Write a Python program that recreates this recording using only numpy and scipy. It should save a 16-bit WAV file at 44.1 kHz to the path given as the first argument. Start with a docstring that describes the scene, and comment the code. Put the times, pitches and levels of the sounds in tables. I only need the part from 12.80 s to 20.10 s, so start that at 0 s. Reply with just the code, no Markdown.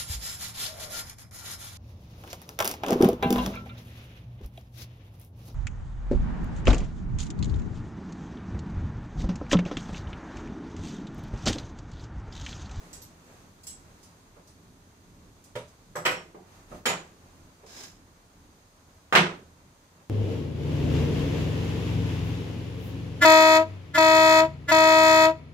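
"""A small, bare-walled room with a wooden table: steel pruning tools are carried in, picked up and set down.
Blades clink in the hand as damped steel modes; tools knock, chatter and ring the tabletop, one with a heavy thud.
A hand bumps the table and a sleeve rubs the plant pot, as shaped noise with a few singing tones.
Rumble, clothing and hiss run beneath; two spaced microphones hear it all, a little from their right."""
import sys
import numpy as np
from scipy import signal
from scipy.fft import rfft, irfft, next_fast_len
from scipy.io import wavfile
from scipy.ndimage import map_coordinates

SR = 44100
rng = np.random.default_rng(int(sys.argv[2]) if len(sys.argv) > 2 else 0)


def unload_wav(signal):
    """Save mono or channel-first audio to the path in sys.argv[1] as 16-bit WAV at rate SR, clipped to [-1, 1]."""
    wavfile.write(
        sys.argv[1],
        SR,
        np.round(np.clip(np.atleast_2d(signal).T, -1, 1) * 32767).astype(np.int16),
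    )


N = 321841
PULSE_SAMPLES = 16384  # length of every struck sound
HZ = np.fft.rfftfreq(PULSE_SAMPLES, 1 / SR)
T_S = np.arange(PULSE_SAMPLES) / SR

# Spectra and mode strengths count only relative to each other: the sounds made from them are normalized.

# Room rumble. Each row: frequency in Hz, density in dB per Hz.
RUMBLE_SPECTRUM = [(12, -36), (20, -14), (37, 1.5), (49, -13.5), (82, 2), (129, -6.5), (178, -3.5),
                   (209, -8.5), (264, -6.5), (370, -13), (450, -16.5), (580, -44), (990, -120)]
# Stir of clothing. Each row: frequency in Hz, density in dB per Hz.
CLOTH_SPECTRUM = [(240, -32), (400, -5), (568, -3.5), (860, -5.5), (980, -4), (2800, -15), (3640, -49),
                  (6160, -120)]
# Steady hiss. Each row: frequency in Hz, density in dB per Hz.
HISS_SPECTRUM = [(1470, -28.5), (2500, -15), (2820, -8.5), (3140, -2.5), (3500, -3), (3610, -2.5),
                 (4750, -2.5), (5620, -5), (6440, 1), (7010, -4), (8740, -7.5), (14900, -13.5),
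                 (15500, -15.5)]
# The gardener steps or reaches. Each row: middle in seconds, length in seconds, cloth level in dB.
MOVES = [(0.04, 0.79, -56.5), (0.53, 0.39, -58.5), (1.101, 1.0, -62.5), (3.768, 0.26, -58),
         (3.949, 0.17, -53.5), (4.49, 1, -63)]
RUMBLE_DB, CLOTH_DB, HISS_DB = -58.5, -63, -65.5  # between movements
FOOTFALL_DB, SWISH_DB = 2, -4.5  # rumble and hiss of a movement relative to its cloth

# The shears clink in the hand. Each row: start in seconds, energy in dB.
CLINKS = [(.130, -15), (0.218, -19), (0.834, -21.5), (0.869, -11.5), (1.230, -24.5), (1.674, -27),
          (2.640, -25), (2.880, -31)]
# Modes of the shears' blades. Each row: frequency in Hz, strength in dB, t60 in seconds.
SHEARS_MODES = [(1940, -11.5, .08), (2950, -11, 0.1), (3320, -14.5, .07), (4180, -10, 0.071),
                (5000, -10.5, .08), (5890, 0.5, 0.024), (6940, -10, 0.055), (7700, 1, 0.11),
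                (9620, -1, 0.2), (12400, -1.5, .11), (14980, -13, .07)]
# Modes of the scissors' blades. Each row: frequency in Hz, strength in dB, t60 in seconds.
SCISSORS_MODES = [(4770, -15, 0.075), (5530, -6, 0.2), (6890, -2.5, 0.21), (7600, -4, .14),
                  (7680, 2, 0.084), (9170, 0, 0.09), (9950, -6.5, 0.11), (10600, -16, .14),
                  (10850, -2.5, 0.11), (11750, -8, 0.18), (13300, -1.5, 0.13), (14030, -7, .14)]
# A steel edge catching. Each row: frequency in Hz, gain in dB.
EDGE_SPECTRUM = [(300, -23.5), (2000, -14.5), (4000, -4.5), (5500, 2.5), (7400, 0.5), (9000, -4.5),
                 (12000, -8), (15500, -8.5)]
# Ring equals scrape at this energy, and gains this many dB for each dB.
RING_FROM_DB, RING_DB_PER_DB = -14.5, 1.72

# A hand bumps the table. Each row: start in seconds, energy in dB.
BUMPS = [(1.564, -23), (3.544, -14.5), (3.915, -11.5), (4.832, -19.5)]
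BUMP_HZ, BUMP_CHATTER, BUMP_BOARD_DB, BUMP_THUD_DB = 720, 2.7, -9.5, -6.5  # soft and dull

# A tool lands on the tabletop. Each row: start in seconds, energy in dB, brightness in Hz,
# chatter amplitude relative to the click, time to settle in seconds, gain per further contact in dB,
# board ring in dB re each contact, table thud in dB re the last contact,
# blade ring in dB re the first contact, tool (0 shears, 1 scissors).
KNOCKS = [ (2.753, -14, 3190, 2.4, .007, 0, 7, -8, -11.5, 0),
          (3.154, -6.5, 1270, 2.1, .015, 0, -2, -4, -8.5, 0),
          (3.251, 3, 2600, 2.2, .0095, 3, -13, -27, -9, 1),
          (3.308, -6.5, 2370, 1.2, .029, -3.5, -3, -1, -8.5, 1),
          (4.055, 5, 3630, 2, .014, -1.6, -9, -11, -4.5, 1),
          (4.095, -2, 2100, 0.71, .012, -1, -6.5, -4, -15.5, 1),
          (6.325, 12, 1700, .05, 0.013, -12, -18, 13, -30, 0),
          (6.3517, 17.5, 2860, 0.12, .022, -3.5, -19.5, -0.5, -30, 0)]
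# A hard contact on the wood. Each row: frequency in Hz, gain in dB.
WOOD_SPECTRUM = [(40, -35), (120, -13.5), (290, -9.5), (380, -1.5), (700, -1), (1300, 2.5), (2300, 2.5),
                 (3300, 2), (4600, -0.5), (8000, 0), (15000, -13)]
# Handles clacking on the board. Each row: frequency in Hz, strength in dB, t60 in seconds.
CLACK_MODES = [(748, -4, .24), (959, -2, .24), (1070, -4.5, .2), (1228, 1, 0.23), (1285, -2, 0.19),
               (1466, -8.5, 0.3), (1680, -6.5, .2), (2057, 3, 0.2), (2180, -11, 0.25), (2386, -4.5, .22),
               (2804, -1, 0.16), (3153, 4, 0.22)]
# The tabletop's board. Each row: frequency in Hz, strength in dB, t60 in seconds.
BOARD_MODES = [(123, -14, 0.28), (250.3, -16.5, 0.35), (426, -9, 0.218), (507, 2.5, 0.18),
               (582, -3.5, 0.23), (633.5, -9.5, 0.3), (958, -9, 0.26)]
# The whole table on its legs. Each row: frequency in Hz, strength in dB, t60 in seconds.
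THUD_MODES = [(91, -20.5, 0.45), (164, 1, .32), (186, 1.5, .29), (247, -24.5, 0.36), (353.7, -2.5, 0.35),
              (369, -10, 0.27)]
CONTACT_COUNT = 3  # tip, pivot and handles touch in turn
SETTLE_POWER = 1.7  # above 1, the gaps between contacts widen
CHATTER_KEPT = .55  # share left at each further contact
BLADE_LAG_S = .0025  # the blades jolt just after the first contact
SCRAPE_DB, SLIDE_DB = -23.5, 11  # blade scrape re the knock, and its rise per root of chatter

# Cloth rubbing on the pot. Each row: frequency in Hz, density in dB per Hz.
SLEEVE_SPECTRUM = [(150, -10), (400, -3), (1300, -8), (1620, -8), (2000, -8), (3100, -9), (3900, -6),
                   (4700, -9.5), (5180, 1.5), (5500, -8), (6900, -3.5), (8200, -14.5), (12000, -19.5),
                   (15500, -21.5)]
# Narrow tones that sing in the stroke. Each row: frequency in Hz, width in Hz, strength in dB.
SING = [(1630, 66, -1), (5160, 130, 0), (5920, 50, -3)]
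SING_DB = -11  # relative to the rubbing
BRUSH_TOUCH_S, BRUSH_ATTACK_S = 4.86, 0.0054  # first touch
BRUSH_FULL_S, BRUSH_HOLD_S, BRUSH_DB = 4.98, 0.067, -44.5  # full pressure
BRUSH_RISE_DB_PER_S, BRUSH_FALL_DB_PER_S = 88, 180

# Echoes off near walls. Each row: right-hand delay in seconds, level in dB re the direct sound,
# left lag in seconds (the left delay is the absolute value of delay plus lag).
WALLS = [(.0053, -1.5, 0.028), (.0075, -9.5, -0.0062), (0.0102, -3.5, -0.01053), (.0131, -9, 0.0075),
         (.0235, -17.5, -0.032)]
# Decay of the room's tail. Each row: frequency in Hz, t60 in seconds.
ROOM_T60 = [(150, 0.74), (500, 0.4), (2000, 0.31), (8000, 0.32), (15000, 0.091)]
MIC_DELAY_S = 0.00046  # sound's travel time between the microphones
SOURCE_LAG_S = 0.00013  # the left microphone hears the table later
BAND_LIMIT_HZ = 15600


def amp(db):
    """Decibels to gain."""
    return 10 ** (np.asarray(db) / 20)


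def unit(x):
    """Scaled to rms 1."""
    return x / np.sqrt(np.mean(x ** 2) + 1e-20)


def pulse(x):
    """Scaled to energy 1, averaged over the channels."""
    return x / np.sqrt(np.mean(np.sum(x ** 2, axis=-1)) + 1e-20)


def along(points, hz):
    """Interpolates (Hz, value) points on a log frequency axis."""
    point_hz, value = np.transpose(points)
    return np.interp(np.log(hz + 1), np.log(point_hz + 1), value)


def wobble(rate_hz):
    """A smooth random curve through rate_hz knots a second."""
    knots = rng.standard_normal(int(N * rate_hz / SR) + 4)
    return map_coordinates(knots, [np.arange(N) * rate_hz / SR])


def add(track, start_s, sound):
    """Mixes a sound into the track."""
    start = max(round(start_s * SR), 0)
    track[..., start:start + sound.shape[-1]] += sound[..., :N - start]


def diffuse(size, spectrum=None):
    """Noise from all sides: alike at both microphones in the bass, nearly unrelated in the treble."""
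    hz = np.fft.rfftfreq(size, 1 / SR)
    alike = .98 * np.sinc(2 * hz * MIC_DELAY_S)
    colour = 1 if spectrum is None else amp(along(spectrum, hz))
    noise = rfft(rng.standard_normal((2, size)))
    mid, side = noise * colour * np.sqrt([1 + alike, 1 - alike])
    left_late = np.exp(-1j * np.pi * hz * SOURCE_LAG_S)  # half the source lag: leans right
    return irfft([(mid + side) * left_late, mid - side], size)


def rush(spectrum):
    """Steady diffuse noise of rms 1."""
    return unit(diffuse(next_fast_len(N), spectrum)[:, :N])


def click(gain):
    """The shortest causal pulse with this spectrum: minimum phase, by folding the cepstrum."""
    cepstrum = irfft(np.log(np.maximum(gain, 1e-6)))
    cepstrum[1:PULSE_SAMPLES // 2] *= 2
    cepstrum[PULSE_SAMPLES // 2 + 1:] = 0
    return irfft(np.exp(rfft(cepstrum)))


def contact(gain, chatter, t60_s):
    """A click followed by the brief chatter of the touching surfaces."""
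    decay = amp(-60 * T_S / t60_s)
    force = chatter * pulse(rng.standard_normal(PULSE_SAMPLES) * decay)
    force[0] += 1
    return pulse(irfft(rfft(force) * rfft(click(gain))))


def ring(modes, attack_s, spread_db, detune, buzz):
    """Damped modes; the spot struck changes strength and pitch, and loose parts buzz and blur the upper ones."""
    hz, db, t60_s = np.transpose(modes)[:, :, None]
    strength, pitch = rng.standard_normal((2, len(modes), 1))
    shaken_s = T_S + buzz * np.cumsum(rng.standard_normal(PULSE_SAMPLES)) / SR
    phase = 2 * np.pi * hz * (1 + detune * pitch) * shaken_s
    waves = np.exp(-np.log(1000) * T_S / t60_s) * np.sin(np.float32(phase))
    mix = np.sum(amp(db + spread_db * strength) * waves, axis=0)
    return pulse(mix * (1 - np.exp(-T_S / attack_s)))


def in_room(sound, tail_db, build_s):
    """Direct sound, echoes off the near walls, then a diffuse tail drawn anew each time."""
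    hz, t_s, bins = signal.stft(diffuse(PULSE_SAMPLES), SR, nperseg=256)
    decay = amp(-60 * t_s / along(ROOM_T60, hz)[:, None])
    tail = signal.istft(bins * decay, SR, nperseg=256)[1][:, :PULSE_SAMPLES]
    response = amp(tail_db) * pulse(tail * (1 - np.exp(-T_S / build_s)))
    direct = (0.00089, 0.00039, SOURCE_LAG_S)
    for delay_s, db, lag_s in [direct] + WALLS:
        left, right = round(abs(delay_s + lag_s) * SR), round(delay_s * SR)
        response[[0, 1], [left, right]] += amp(db)
    return pulse(signal.fftconvolve(sound[None], response, axes=1)[:, :PULSE_SAMPLES])


def background():
    """Room rumble, the soft stir of clothing and a steady hiss; each movement swells all three."""
    t_s = np.arange(N) / SR
    stir = sum(amp(db) * np.cos(np.pi * np.clip((t_s - middle_s) / length_s, -.5, .5))
               for middle_s, length_s, db in MOVES)
    rumble_level = np.hypot(amp(RUMBLE_DB), amp(FOOTFALL_DB) * stir) * amp(1.8 * wobble(6.7))
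    cloth_level = np.hypot(amp(CLOTH_DB), stir) * amp(0.75 * wobble(28))
    hiss_level = np.hypot(amp(HISS_DB), amp(SWISH_DB) * stir) * amp(0.43 * wobble(5))
    rumble = rumble_level * rush(RUMBLE_SPECTRUM)
    cloth = cloth_level * rush(CLOTH_SPECTRUM)
    return rumble + cloth + hiss_level * rush(HISS_SPECTRUM)


def clink(blades, ring_db, scrape_db):
    """Blades and handles touch: an edge catches and the steel rings briefly."""
    steel = ring(blades, attack_s=0.00022, spread_db=5.0, detune=0.0023, buzz=0.035)
    edge = contact(amp(along(EDGE_SPECTRUM, HZ)), chatter=0.94, t60_s=0.039)
    ringing = amp(ring_db) * in_room(steel, tail_db=3.5, build_s=0.003)
    return ringing + amp(scrape_db) * in_room(edge, tail_db=8, build_s=0.0014)


def clinks():
    """The carried shears shift: light touches mostly scrape, firm ones ring."""
    track = np.zeros((2, N))
    for start_s, db in CLINKS:
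        ring_db = RING_FROM_DB + RING_DB_PER_DB * (db - RING_FROM_DB)
        add(track, start_s, clink(SHEARS_MODES, ring_db, db))
    return track


def strike(bright_hz, chatter, board_db):
    """One contact with the tabletop, a knock, handle clack and board ring: harder ones are brighter."""
    softness = 1 / np.sqrt(1 + (HZ / bright_hz) ** 5.23)
    hit = contact(amp(along(WOOD_SPECTRUM, HZ)) * softness, chatter, t60_s=0.029)
    knock = in_room(hit, tail_db=6.0, build_s=0.0015)
    # each microphone hears its own mix of the handle modes, but the long waves of the table alike
    clack = np.array([ring(CLACK_MODES, attack_s=.002, spread_db=1.0, detune=0.0014, buzz=0.16)
                      for _ in range(2)])
    clack = amp(-7.5) * irfft(rfft(clack) * rfft(click(softness)))
    board = ring(BOARD_MODES, attack_s=0.0026, spread_db=6.0, detune=0.0042, buzz=0.43)
    return knock + clack + amp(board_db) * board


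def thud():
    """Weight comes down and shakes the whole table: low, slowly starting modes."""
    return ring(THUD_MODES, attack_s=0.014, spread_db=2.5, detune=.005, buzz=0.25)


def bumps():
    """A hand meets the table in one soft contact with a thud."""
    track = np.zeros((2, N))
    for start_s, db in BUMPS:
        sound = strike(BUMP_HZ, BUMP_CHATTER, BUMP_BOARD_DB) + amp(BUMP_THUD_DB) * thud()
        add(track, start_s, amp(db) * sound)
    return track


def knocks():
    """A tool settles in a few ever cleaner contacts: the first jolts its blades, the last brings its weight down."""
    track = np.zeros((2, N))
    last = CONTACT_COUNT - 1
    for start_s, db, bright_hz, chatter, settle_s, step_db, board_db, thud_db, ring_db, tool in KNOCKS:
        for k in range(CONTACT_COUNT):
            sound = strike(bright_hz, chatter * CHATTER_KEPT ** k, board_db)
            contact_s = start_s + settle_s * (k / last) ** SETTLE_POWER
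            add(track, contact_s, amp(db + k * step_db) * sound)
        add(track, start_s + settle_s, amp(db + last * step_db + thud_db) * thud())
        blades = SCISSORS_MODES if tool else SHEARS_MODES
        scrape_db = SCRAPE_DB + SLIDE_DB * np.sqrt(chatter)
        add(track, start_s + BLADE_LAG_S, amp(db) * clink(blades, ring_db, scrape_db))
    return track


def sleeve():
    """Cloth slides along the pot, its weave catching unevenly: the stroke swells, holds and lifts off."""
    t_s = np.arange(N) / SR
    early_s = np.maximum(BRUSH_FULL_S - t_s, 0)
    late_s = np.maximum(t_s - BRUSH_FULL_S - BRUSH_HOLD_S, 0)
    level_db = BRUSH_DB - BRUSH_RISE_DB_PER_S * early_s - BRUSH_FALL_DB_PER_S * late_s
    touch = np.clip((t_s - BRUSH_TOUCH_S) / BRUSH_ATTACK_S, 0, 1)
    tones = sum(amp(db) / (1 + (2 * (HZ - hz) / width_hz) ** 2) for hz, width_hz, db in SING)
    sing = amp(SING_DB) * rush(np.column_stack([HZ, 20 * np.log10(tones)]))
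    return touch * amp(level_db + 1.2 * wobble(180)) * (rush(SLEEVE_SPECTRUM) + sing)


def scene():
    """All layers, each a little louder on the right."""
    events = clinks() + bumps() + knocks() + sleeve()
    return background() * amp([[-.4], [.4]]) + events * amp([[-1.1], [1.1]])


def record(dry):
    """The recorder clips at full scale, then keeps nothing above its band limit."""
    size = next_fast_len(N + PULSE_SAMPLES)
    keep = np.fft.rfftfreq(size, 1 / SR) < BAND_LIMIT_HZ
    return irfft(rfft(np.clip(dry, -1, 1), size) * keep, size)[:, :N]


dry = scene()
out = record(dry)
unload_wav(out)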